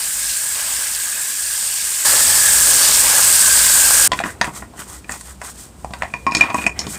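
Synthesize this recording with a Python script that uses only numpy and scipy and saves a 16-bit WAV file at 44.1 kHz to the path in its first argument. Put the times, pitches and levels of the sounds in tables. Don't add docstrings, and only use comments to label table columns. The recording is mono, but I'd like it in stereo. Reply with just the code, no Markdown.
import sys
import numpy as np
from scipy import signal
from scipy.fft import next_fast_len
from scipy.io import wavfile
from scipy.ndimage import uniform_filter1d

SR = 44100
rng = np.random.default_rng(int(sys.argv[2]) if len(sys.argv) > 2 else 0)


def wrap_up_sound(samples):
    columns = np.atleast_2d(samples).T
    tamed = np.clip(columns, -1, 1)
    steps = np.round(tamed * 32767).astype(np.int16)
    wavfile.write(sys.argv[1], SR, steps)


N = 307818

CUTS_S = (2.0495, 4.0765)

# time in seconds, level in dB.
RUMBLE_LEVEL = [
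    [(0.0, -49), (1.2, -53), (2.05, -53)],
    [(2.05, -42), (2.45, -39.5), (4.08, -41.5)],
    [(4.08, -38), (5.3, -46.5), (6.98, -36.5)],
]
# frequency in Hz, relative level in dB per Hz.
RUMBLE_COLOUR = [(25, -54), (38, -44), (50, -10), (65, 3.5), (100, -2), (200, -3.5), (400, -10.5),
                 (1000, -17), (4000, -51)]
# frequency in Hz, rms level in dB against the rumble.
PUMP_TONES = [(49, -1), (100, -7)]
# frequency in Hz, width of each resonance in Hz, rms level in dB.
DRONE_BANDS = [(60, 14, -44), (198.7, 12, -55)]
# frequency in Hz, relative level in dB per Hz.
AIR_COLOUR = [(300, -30), (700, -3), (1100, -1), (3600, -6.5), (8000, -10), (11000, -14), (15500, -16)]
AIR_DB = -54

# frequency in Hz, relative level in dB per Hz.
HISS_COLOUR = [(3000, -20), (5500, -8.5), (7000, -2), (10000, -5), (15500, -8.5)]
# frequency in Hz, relative level in dB per Hz.
FIZZ_COLOUR = [(2500, -1), (4000, 1.5), (4750, 7.5), (5700, 6), (7000, -5.5), (10000, -6.5)]
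# frequency in Hz, relative level in dB per Hz.
SPLASH_COLOUR = [(600, -16.5), (1200, -11.5), (2000, 8), (3500, 4.5), (4500, 2), (7000, -43)]
# frequency in Hz, relative level in dB per Hz.
CHURN_COLOUR = [(150, -15.5), (350, -9.5), (480, -6.5), (570, -0.5), (700, -4), (1100, 0), (1500, -0.5),
                (2500, -22.5)]
HOLLOW_HZ, HOLLOW_WIDTH_HZ = 1629, 210
# time in seconds, shift in Hz, gain in dB.
WHISTLE_PATH = [(0.0, -0.5, -3.5), (0.3, 0, -3), (0.68, -2, -1.5), (1.1, 23, 1.5), (1.4, 32.5, 0.5),
                (1.65, -3, -4.5), (2.04, 27, -3), (2.2, 103, -6.5), (2.45, 52, -2), (2.7, 20, -4),
                (3.15, 11.5, -5), (3.6, -22.5, -0.5), (4.08, -11, -4.5)]
# nozzle hiss, fizz, splash on the parts, whistle of the hollow part, churn of the pool, all in dB.
JET_MIX = [(-26, -37, -37, -36, -46), (-17.5, -25.5, -29, -25, -33)]
# time in seconds, gain in dB.
JET_STRENGTH = [
    [(0.0, -0.5), (0.3, .5), (1.38, -1), (1.55, 0.5), (2.05, 1)],
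    [(2.05, 0.5), (2.7, 1), (2.85, 0.5), (3.2, 1), (3.7, 1.5), (4.08, 2)],
]
# middle in seconds, half length in seconds, fizz gain in dB, churn gain in dB (splash takes a share).
EDGE_SWEEPS = [(0.02, .1, 4.5, 3), (0.297, 0.093, 8, -0.5), (0.647, 0.14, 3, 6), (0.886, 0.27, 5.5, 3.5),
               (1.165, 0.037, -5, 4), (1.75, 0.47, 7, 1.5), (2.11, 0.12, -0.5, 4.5), (2.86, 0.096, 6, 4),
               (3.135, 0.11, 0.5, 5.5), (3.75, 0.96, 2, 0.5)]
SPLASH_SHARE = 0.5
# time in seconds, level in dB before its onset, frequency in Hz, t60 in seconds.
BUBBLE_PING = (1.147, -18, 2530, .04)

# frequency in Hz, relative level in dB per Hz.
BRISTLE_COLOUR = [(1500, -53), (3000, 0), (5000, 3), (7000, 6), (10000, 1.5), (15500, -3)]
# frequency in Hz, relative level in dB per Hz.
GRIT_COLOUR = [(250, 1.5), (500, -5.5), (1000, 0.5), (1500, 2), (2200, -8.5), (3000, -10.5), (5000, -20)]
GRIT_DB = 5.5
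# start in seconds, length in seconds, bristle hiss in dB, rasp through the housing in dB.
BRUSH_STROKES = [(4.153, 0.044, -42.5, -37), (4.261, 0.041, -41, -33.5), (4.449, 0.018, -39.5, -31),
                 (4.558, 0.02, -36.5, -36.5), (4.799, 0.013, -37, -35.5), (4.893, 0.065, -41, -40),
                 (5.118, 0.035, -37.5, -35), (5.19, 0.012, -43, -58), (5.258, 0.048, -43, -43),
                 (5.444, 0.053, -39, -38), (5.582, 0.064, -42.5, -44.5), (5.79, 0.24, -55.5, -65),
                 (5.964, 0.27, -57, -42.5), (6.343, 0.052, -45, -31.5), (6.428, 0.071, -52, -28),
                 (6.56, 0.074, -38.5, -30), (6.786, 0.057, -47.5, -32.5), (6.901, 0.05, -35, -50),
                 (6.958, .03, -42, -29.5)]
RISE_DB_PER_S, FALL_DB_PER_S, REST_DB = 460, 287, -78
RASP_FADE_DB_PER_S = 32
STROKE_ROUND_S = 0.014
RIM_HUM_DB = 21

# frequency in Hz, level in dB, t60 in seconds when it hangs free.
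HOUSING_MODES = [(155, -8, .1), (205, -3, .12), (245, -2, .12), (300, -3, .12), (385, -8, .08),
                 (705, 0, .1), (785, 0, .08), (1490, -4, .08), (1700, -6, .08), (1845, 0, .08),
                 (1925, -2, .08), (970, 0, .3), (1080, -1, .2), (2370, -7, .12), (2420, 0, .32),
                 (2455, -5, .16), (4700, -6, .14), (5400, -7, .2), (6400, -13, .25), (6890, -12, .25),
                 (10300, -20, .12)]
PART_TOPS_HZ = [500, 880, 1300, 2100, 3000]
# base, body, wall, rim, in dB against the knock.
PARTS_DB = [(-1, -11, -0.5, -7.5), (11, -1, -14.5, -13)]
# time in seconds, level in dB, place struck as octaves above 1 kHz of the modes it favours,
# thud in dB, tick in dB, tick in Hz, free ring in dB, free ring of the body in dB; thud and tick against the level.
KNOCKS = [(4.118, 3, 0.07, -15, -17, 3000, -15, -15), (4.133, -7, 0.8, -2, -18, 5540, -15, -10),
          (4.19, -3.5, 1, -6, -17.5, 3020, -27, -25), (4.202, -1.5, -0.88, -23, -32.5, 7780, -8, -10),
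          (4.238, -9, 0.6, -2, -20.5, 3700, -5, 2), (4.255, -16, 0, 5.5, -26, 8000, -3.5, -5),
          (4.413, 3, 0.3, -13, -18, 3650, -7, -8), (4.444, -2, 0.4, -25, -31, 8000, -25, -27),
          (4.477, -16.5, 0, 3, -35, 7940, -2, 0.5), (4.623, -21.5, 0.2, 1, -37, 7870, 0.5, -3),
          (4.737, -26.5, -0.4, -15, -34, 4000, -8, -9), (4.792, -30, 0.5, 7, -10, 6550, -5, -7),
          (5.044, -31.5, 1.5, 7, -18, 4000, -5, -7), (5.094, -8.5, 0.27, -11, -25, 7450, -9, -15),
          (5.12, -20.5, 0.42, -24, -5.5, 7250, -12, -12), (5.21, -29.5, .4, -26, -3.5, 7940, -6, -4),
          (5.416, -12, 0.2, -27, -22.5, 7240, -9, -16), (5.846, -3.5, -0.83, -12, -35, 6900, -14.5, -20),
          (5.907, -20, -0.5, -1, -22, 3000, -8, -4), (5.936, -10, 0.15, -6, -18, 3040, -14, -16),
          (6.022, 2, 0.37, -18, -36, 6400, -23, -27), (6.033, 0, -1.2, -19, -33, 3800, -10, -14),
          (6.138, -5.5, 1, -11, -28, 3620, -18.5, -26), (6.266, -2.5, 0.8, -7.5, -26, 3480, -14, -1),
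          (6.311, -23, 3, -18, -11, 4500, -22, -20), (6.32, -7.5, 1.3, -6, -24, 4370, -23, -14),
          (6.349, 0, 1.1, -10, -12, 4400, -23, -24), (6.368, -9.5, 1.3, 0.5, -9, 5400, -16, -18),
          (6.409, 7, 1.15, -20, -26, 3150, -26, -34), (6.422, -7.5, 1, -18, -23, 3200, -20, -30),
          (6.437, -5, 1, -10, -25, 3200, -16, -32), (6.484, -16, 0.8, -15, -35, 4000, -20, -8),
          (6.501, -8.5, 0.7, -11, -25, 3240, -16, -30), (6.544, -3.5, 0.6, -5.5, -25.5, 7050, -16.5, -21),
          (6.584, -10.5, 1, -3, -21, 4000, -22, -27), (6.64, -14, 1.2, -4.5, -26, 3970, -6, -30),
          (6.665, 5, 1.23, -15.5, -26.5, 6840, -29, -32), (6.791, -6.5, 2.1, -11.5, -11, 5470, -34, -34),
          (6.867, -22, 0.7, 8, -5.5, 3280, -9, -28)]
LIFT_S = 6.1
FOCUS_DB, FAR_DB = 16, -26
# time in seconds, shift in Hz.
RIM_SHIFT = [(6.46, 0), (6.52, 55), (6.7, 45), (6.78, 0)]

# frequency in Hz, width in Hz, gain in dB.
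MIC_PORT = (8345, 1155, 9.35)
TREBLE_EDGE_HZ = 15850


def gain_of(db):
    return 10 ** (np.asarray(db) / 20)


def evened(x):
    return x / np.sqrt(np.mean(x ** 2) + 1e-20)


def sections():
    return np.searchsorted(CUTS_S, np.arange(N) / SR)


def level_curve(tables):
    t, section = np.arange(N) / SR, sections()
    envelope = np.zeros(N)
    for k, table in enumerate(tables):
        times, db = np.transpose(table)
        envelope += gain_of(np.interp(t, times, db)) * (section == k)
    return envelope


def coloured(x, points):
    hz = abs(np.fft.fftfreq(8192, 1 / SR))
    f, db = np.transpose(points)
    spectrum_db = np.interp(np.log(hz + 1), np.log(f + 1), db, db[0] - 25.0, db[-1] - 16.0)
    log_gain = np.log(gain_of(spectrum_db))
    taps = np.fft.ifft(np.exp(np.conj(signal.hilbert(log_gain)))).real[:4096]
    return evened(signal.oaconvolve(x, taps)[:len(x)])


def resonate(x, hz, width_hz):
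    r, turn = np.exp(-np.pi * width_hz / SR), 2 * np.pi * hz / SR
    return signal.lfilter([1 - r, 0, r - 1], [1, -2 * r * np.cos(turn), r * r], x)


def resonate_twice(x, hz, width_hz):
    return evened(resonate(resonate(x, hz, width_hz), hz, width_hz))


def shifted(x, curve):
    shift_hz = np.interp(np.arange(N) / SR, *np.transpose(curve)[:2])
    analytic = signal.hilbert(x, next_fast_len(N))[:N]
    return (analytic * np.exp(2j * np.pi * np.cumsum(shift_hz) / SR)).real


def spatter(per_s, spread_db, share, flicker_db, flicker_s):
    hits = gain_of(spread_db * np.minimum(rng.exponential(1, N), 4)) * (rng.random(N) < per_s / SR)
    hits = hits * rng.standard_normal(N)
    size = max(int(flicker_s * SR), 1)
    flicker = evened(uniform_filter1d(uniform_filter1d(rng.standard_normal(N), size), size))
    mix = np.sqrt(1 - share) * rng.standard_normal(N) + np.sqrt(share) * evened(hits)
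    return evened(mix * gain_of(flicker_db * flicker))


def patchy(x, patchy_db):
    z = signal.stft(x, nperseg=512, noverlap=384)[2]
    patches = uniform_filter1d(rng.standard_normal(z.shape), size=5, axis=0)
    patches = uniform_filter1d(patches, size=30, axis=1)
    return signal.istft(z * gain_of(patchy_db * evened(patches)), nperseg=512, noverlap=384)[1][:N]


def air():
    return gain_of(AIR_DB) * coloured(rng.standard_normal(N), AIR_COLOUR)


def rumble():
    return level_curve(RUMBLE_LEVEL) * coloured(rng.standard_normal(N), RUMBLE_COLOUR)


def drone():
    noise = rng.standard_normal(N)
    bands = sum(gain_of(db) * resonate_twice(noise, hz, width) for hz, width, db in DRONE_BANDS)
    return bands * (sections() == 2)


def pump():
    shake = rng.standard_normal(N)
    hum = sum(gain_of(db) * resonate_twice(shake, hz, 7) for hz, db in PUMP_TONES)
    return hum * level_curve(RUMBLE_LEVEL[:2])


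def bubbles(per_s, low_hz, top_hz):
    t, out = np.arange(700) / SR, np.zeros(N)
    size = gain_of(1.2 * np.minimum(rng.exponential(1, N), 4)) * (rng.random(N) < per_s / SR)
    kind = rng.integers(0, 10, N)
    for k, hz in enumerate(np.geomspace(low_hz, top_hz, num=10)):
        blip = np.sin(2 * np.pi * hz * t * (1 + 5 * t)) * t * np.exp(-t * hz / 5)
        out += signal.oaconvolve(size * (kind == k), blip / np.linalg.norm(blip))[:N]
    return evened(out)


def pool_churn():
    return coloured(spatter(500, 3.9, 0.25, 0.2, 0.0097), CHURN_COLOUR) + gain_of(-6) * bubbles(120, 747, 1301)


def hollow_whistle():
    blown = spatter(2000, 5.2, 0.045, 0.97, 0.045)
    return shifted(resonate_twice(blown, HOLLOW_HZ, HOLLOW_WIDTH_HZ), WHISTLE_PATH)


def splash_on_parts():
    return coloured(spatter(3000, 2.9, 0.19, 1.3, 0.005), SPLASH_COLOUR) + gain_of(-11) * bubbles(60, 1000, 3800)


def drop_fizz():
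    return coloured(spatter(4000, 1.5, 0.43, 1.6, 0.0073), FIZZ_COLOUR)


def nozzle_hiss():
    return coloured(spatter(6000, 1.0, 0.16, 0.99, 0.0024), HISS_COLOUR)


def bubble_ping():
    s, db, hz, t60 = BUBBLE_PING
    t = np.maximum(np.arange(N) / SR - s, 0)
    return gain_of(db - 60 * t / t60) * np.sin(2 * np.pi * hz * t) * (1 - np.exp(-t / .004))


def jet_levels():
    t = np.arange(N) / SR
    fizz_db, churn_db = np.zeros(N), np.zeros(N)
    for middle, half, fizz_gain_db, churn_gain_db in EDGE_SWEEPS:
        sweep = np.exp(-((t - middle) / half) ** 2)
        fizz_db += fizz_gain_db * sweep
        churn_db += churn_gain_db * sweep
    whistle_db = np.interp(t, *np.transpose(WHISTLE_PATH)[[0, 2]])
    moves_db = [0 * t, fizz_db, SPLASH_SHARE * churn_db, whistle_db, churn_db]
    mix_db = np.array(JET_MIX).T[:, np.minimum(sections(), 1)]
    return gain_of(mix_db + moves_db) * level_curve(JET_STRENGTH)


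def jet():
    layers = [nozzle_hiss(), drop_fizz(), splash_on_parts(), hollow_whistle(), pool_churn()]
    spray = patchy((jet_levels() * layers).sum(0), 0.84)
    return spray * (sections() < 2) + bubble_ping()


def stroke_levels():
    start = np.searchsorted(sections(), 2)
    t = np.arange(start, N) / SR
    power = np.outer([gain_of(REST_DB) ** 2, 0], np.ones(len(t)))
    for s, length, hiss_db, rasp_db in BRUSH_STROKES:
        shape_db = -RISE_DB_PER_S * np.maximum(s - t, 0) - FALL_DB_PER_S * np.maximum(t - s - length, 0)
        fade_db = -RASP_FADE_DB_PER_S * np.maximum(t - s, 0)
        power = power + gain_of([hiss_db + shape_db, rasp_db + shape_db + fade_db]) ** 2
    rounded = uniform_filter1d(np.sqrt(power), int(STROKE_ROUND_S * SR), axis=1)
    return np.pad(rounded, [(0, 0), (start, 0)])


def brush():
    flicks = coloured(spatter(4000, 4, .3, 1.5, .006), BRISTLE_COLOUR)
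    drag = spatter(2000, 3, .4, 3.5, .01)
    grit = coloured(spatter(900, 3.6, .4, 2.5, .012), GRIT_COLOUR)
    hiss, bite = stroke_levels()
    lifted_drag = bite * drag * (np.arange(N) > LIFT_S * SR)
    rasp, rim = np.zeros(N), np.zeros(N)
    for hz, db, t60 in HOUSING_MODES:
        if 600 < hz < 3000:
            width_hz = 11 / t60
            rasp += gain_of(db) * resonate(resonate(drag, hz, width_hz), hz, 4 * width_hz)
        if 2100 < hz < 3000:
            rim += gain_of(db) * resonate(lifted_drag, hz, 4 / t60)
    scrape = evened(patchy(evened(rasp) + gain_of(GRIT_DB) * grit, 2.6))
    return hiss * flicks + bite * scrape + gain_of(RIM_HUM_DB) * shifted(rim, RIM_SHIFT)


def knock(place, thud_db, tick_db, tick_hz, free_db, body_db, s, chance):
    t = np.arange(int(.3 * SR)) / SR
    early = t[:len(chance)]
    hz, db, t60 = np.transpose(HOUSING_MODES)[:, :, None]
    part, lifted = np.searchsorted(PART_TOPS_HZ, hz), s > LIFT_S
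    if not lifted:
        t60 = np.where(part >= 4, .05, .33 * t60)
    hz = hz + (part == 4) * np.interp(s, *np.transpose(RIM_SHIFT))

    near_db = np.maximum(-FOCUS_DB * (np.log2(hz / 1000) - place) ** 2, FAR_DB)
    near_db = near_db * (part > 0) * (part < 5)
    part_db = np.array([thud_db, *PARTS_DB[int(lifted)], tick_db])[part] + near_db

    held_hz = hz * (1 + (.008 if lifted else .025) * chance[:len(hz), None])
    held = gain_of(-60 * early / (0.24 * t60)) * np.sin(2 * np.pi * held_hz * early)
    ring_hz = hz if lifted else held_hz
    modes = gain_of(np.where(part == 2, body_db, free_db) - 60 * t / t60) * np.sin(2 * np.pi * ring_hz * t)
    modes[:, :len(early)] += held
    ring = (gain_of(db + part_db) * modes * (1 - np.exp(-t * hz * 0.76))).sum(0)

    crack = evened(resonate(chance, tick_hz, 1630)) + 0.3 * np.gradient(chance)
    crack_level = gain_of(tick_db + 5.5 - 60 * early / 0.015) * np.minimum(early / 0.00095, 1)
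    ring[:len(chance)] += crack_level * crack
    scatter = gain_of(-18.5 - 60 * early / 0.16) * chance[::-1] * (abs(chance) > 1.9)
    scatter[0] = 1
    return signal.fftconvolve(ring, scatter)


def knocks():
    out = np.zeros(N + SR)
    chance = rng.standard_normal((len(KNOCKS), 3000))
    for (s, level_db, *colour), row in zip(KNOCKS, chance):
        sound = gain_of(level_db) * knock(*colour, s, row)
        out[round(s * SR):][:len(sound)] += sound
    return out[:N]


def scene():
    background = air() + rumble() + drone() + pump()
    return np.tile(background + jet() + brush() + knocks(), (2, 1))


def record(dry):
    hz, width_hz, db = MIC_PORT
    bright = dry + (gain_of(db) - 1) * resonate(dry, hz, width_hz)
    clipped = bright / (1 + abs(bright) ** 8) ** (1 / 8)
    lowpass = signal.firwin(511, TREBLE_EDGE_HZ, window=("kaiser", 9), fs=SR)
    return signal.oaconvolve(clipped, lowpass[None], "same")


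dry = scene()
out = record(dry)
wrap_up_sound(out)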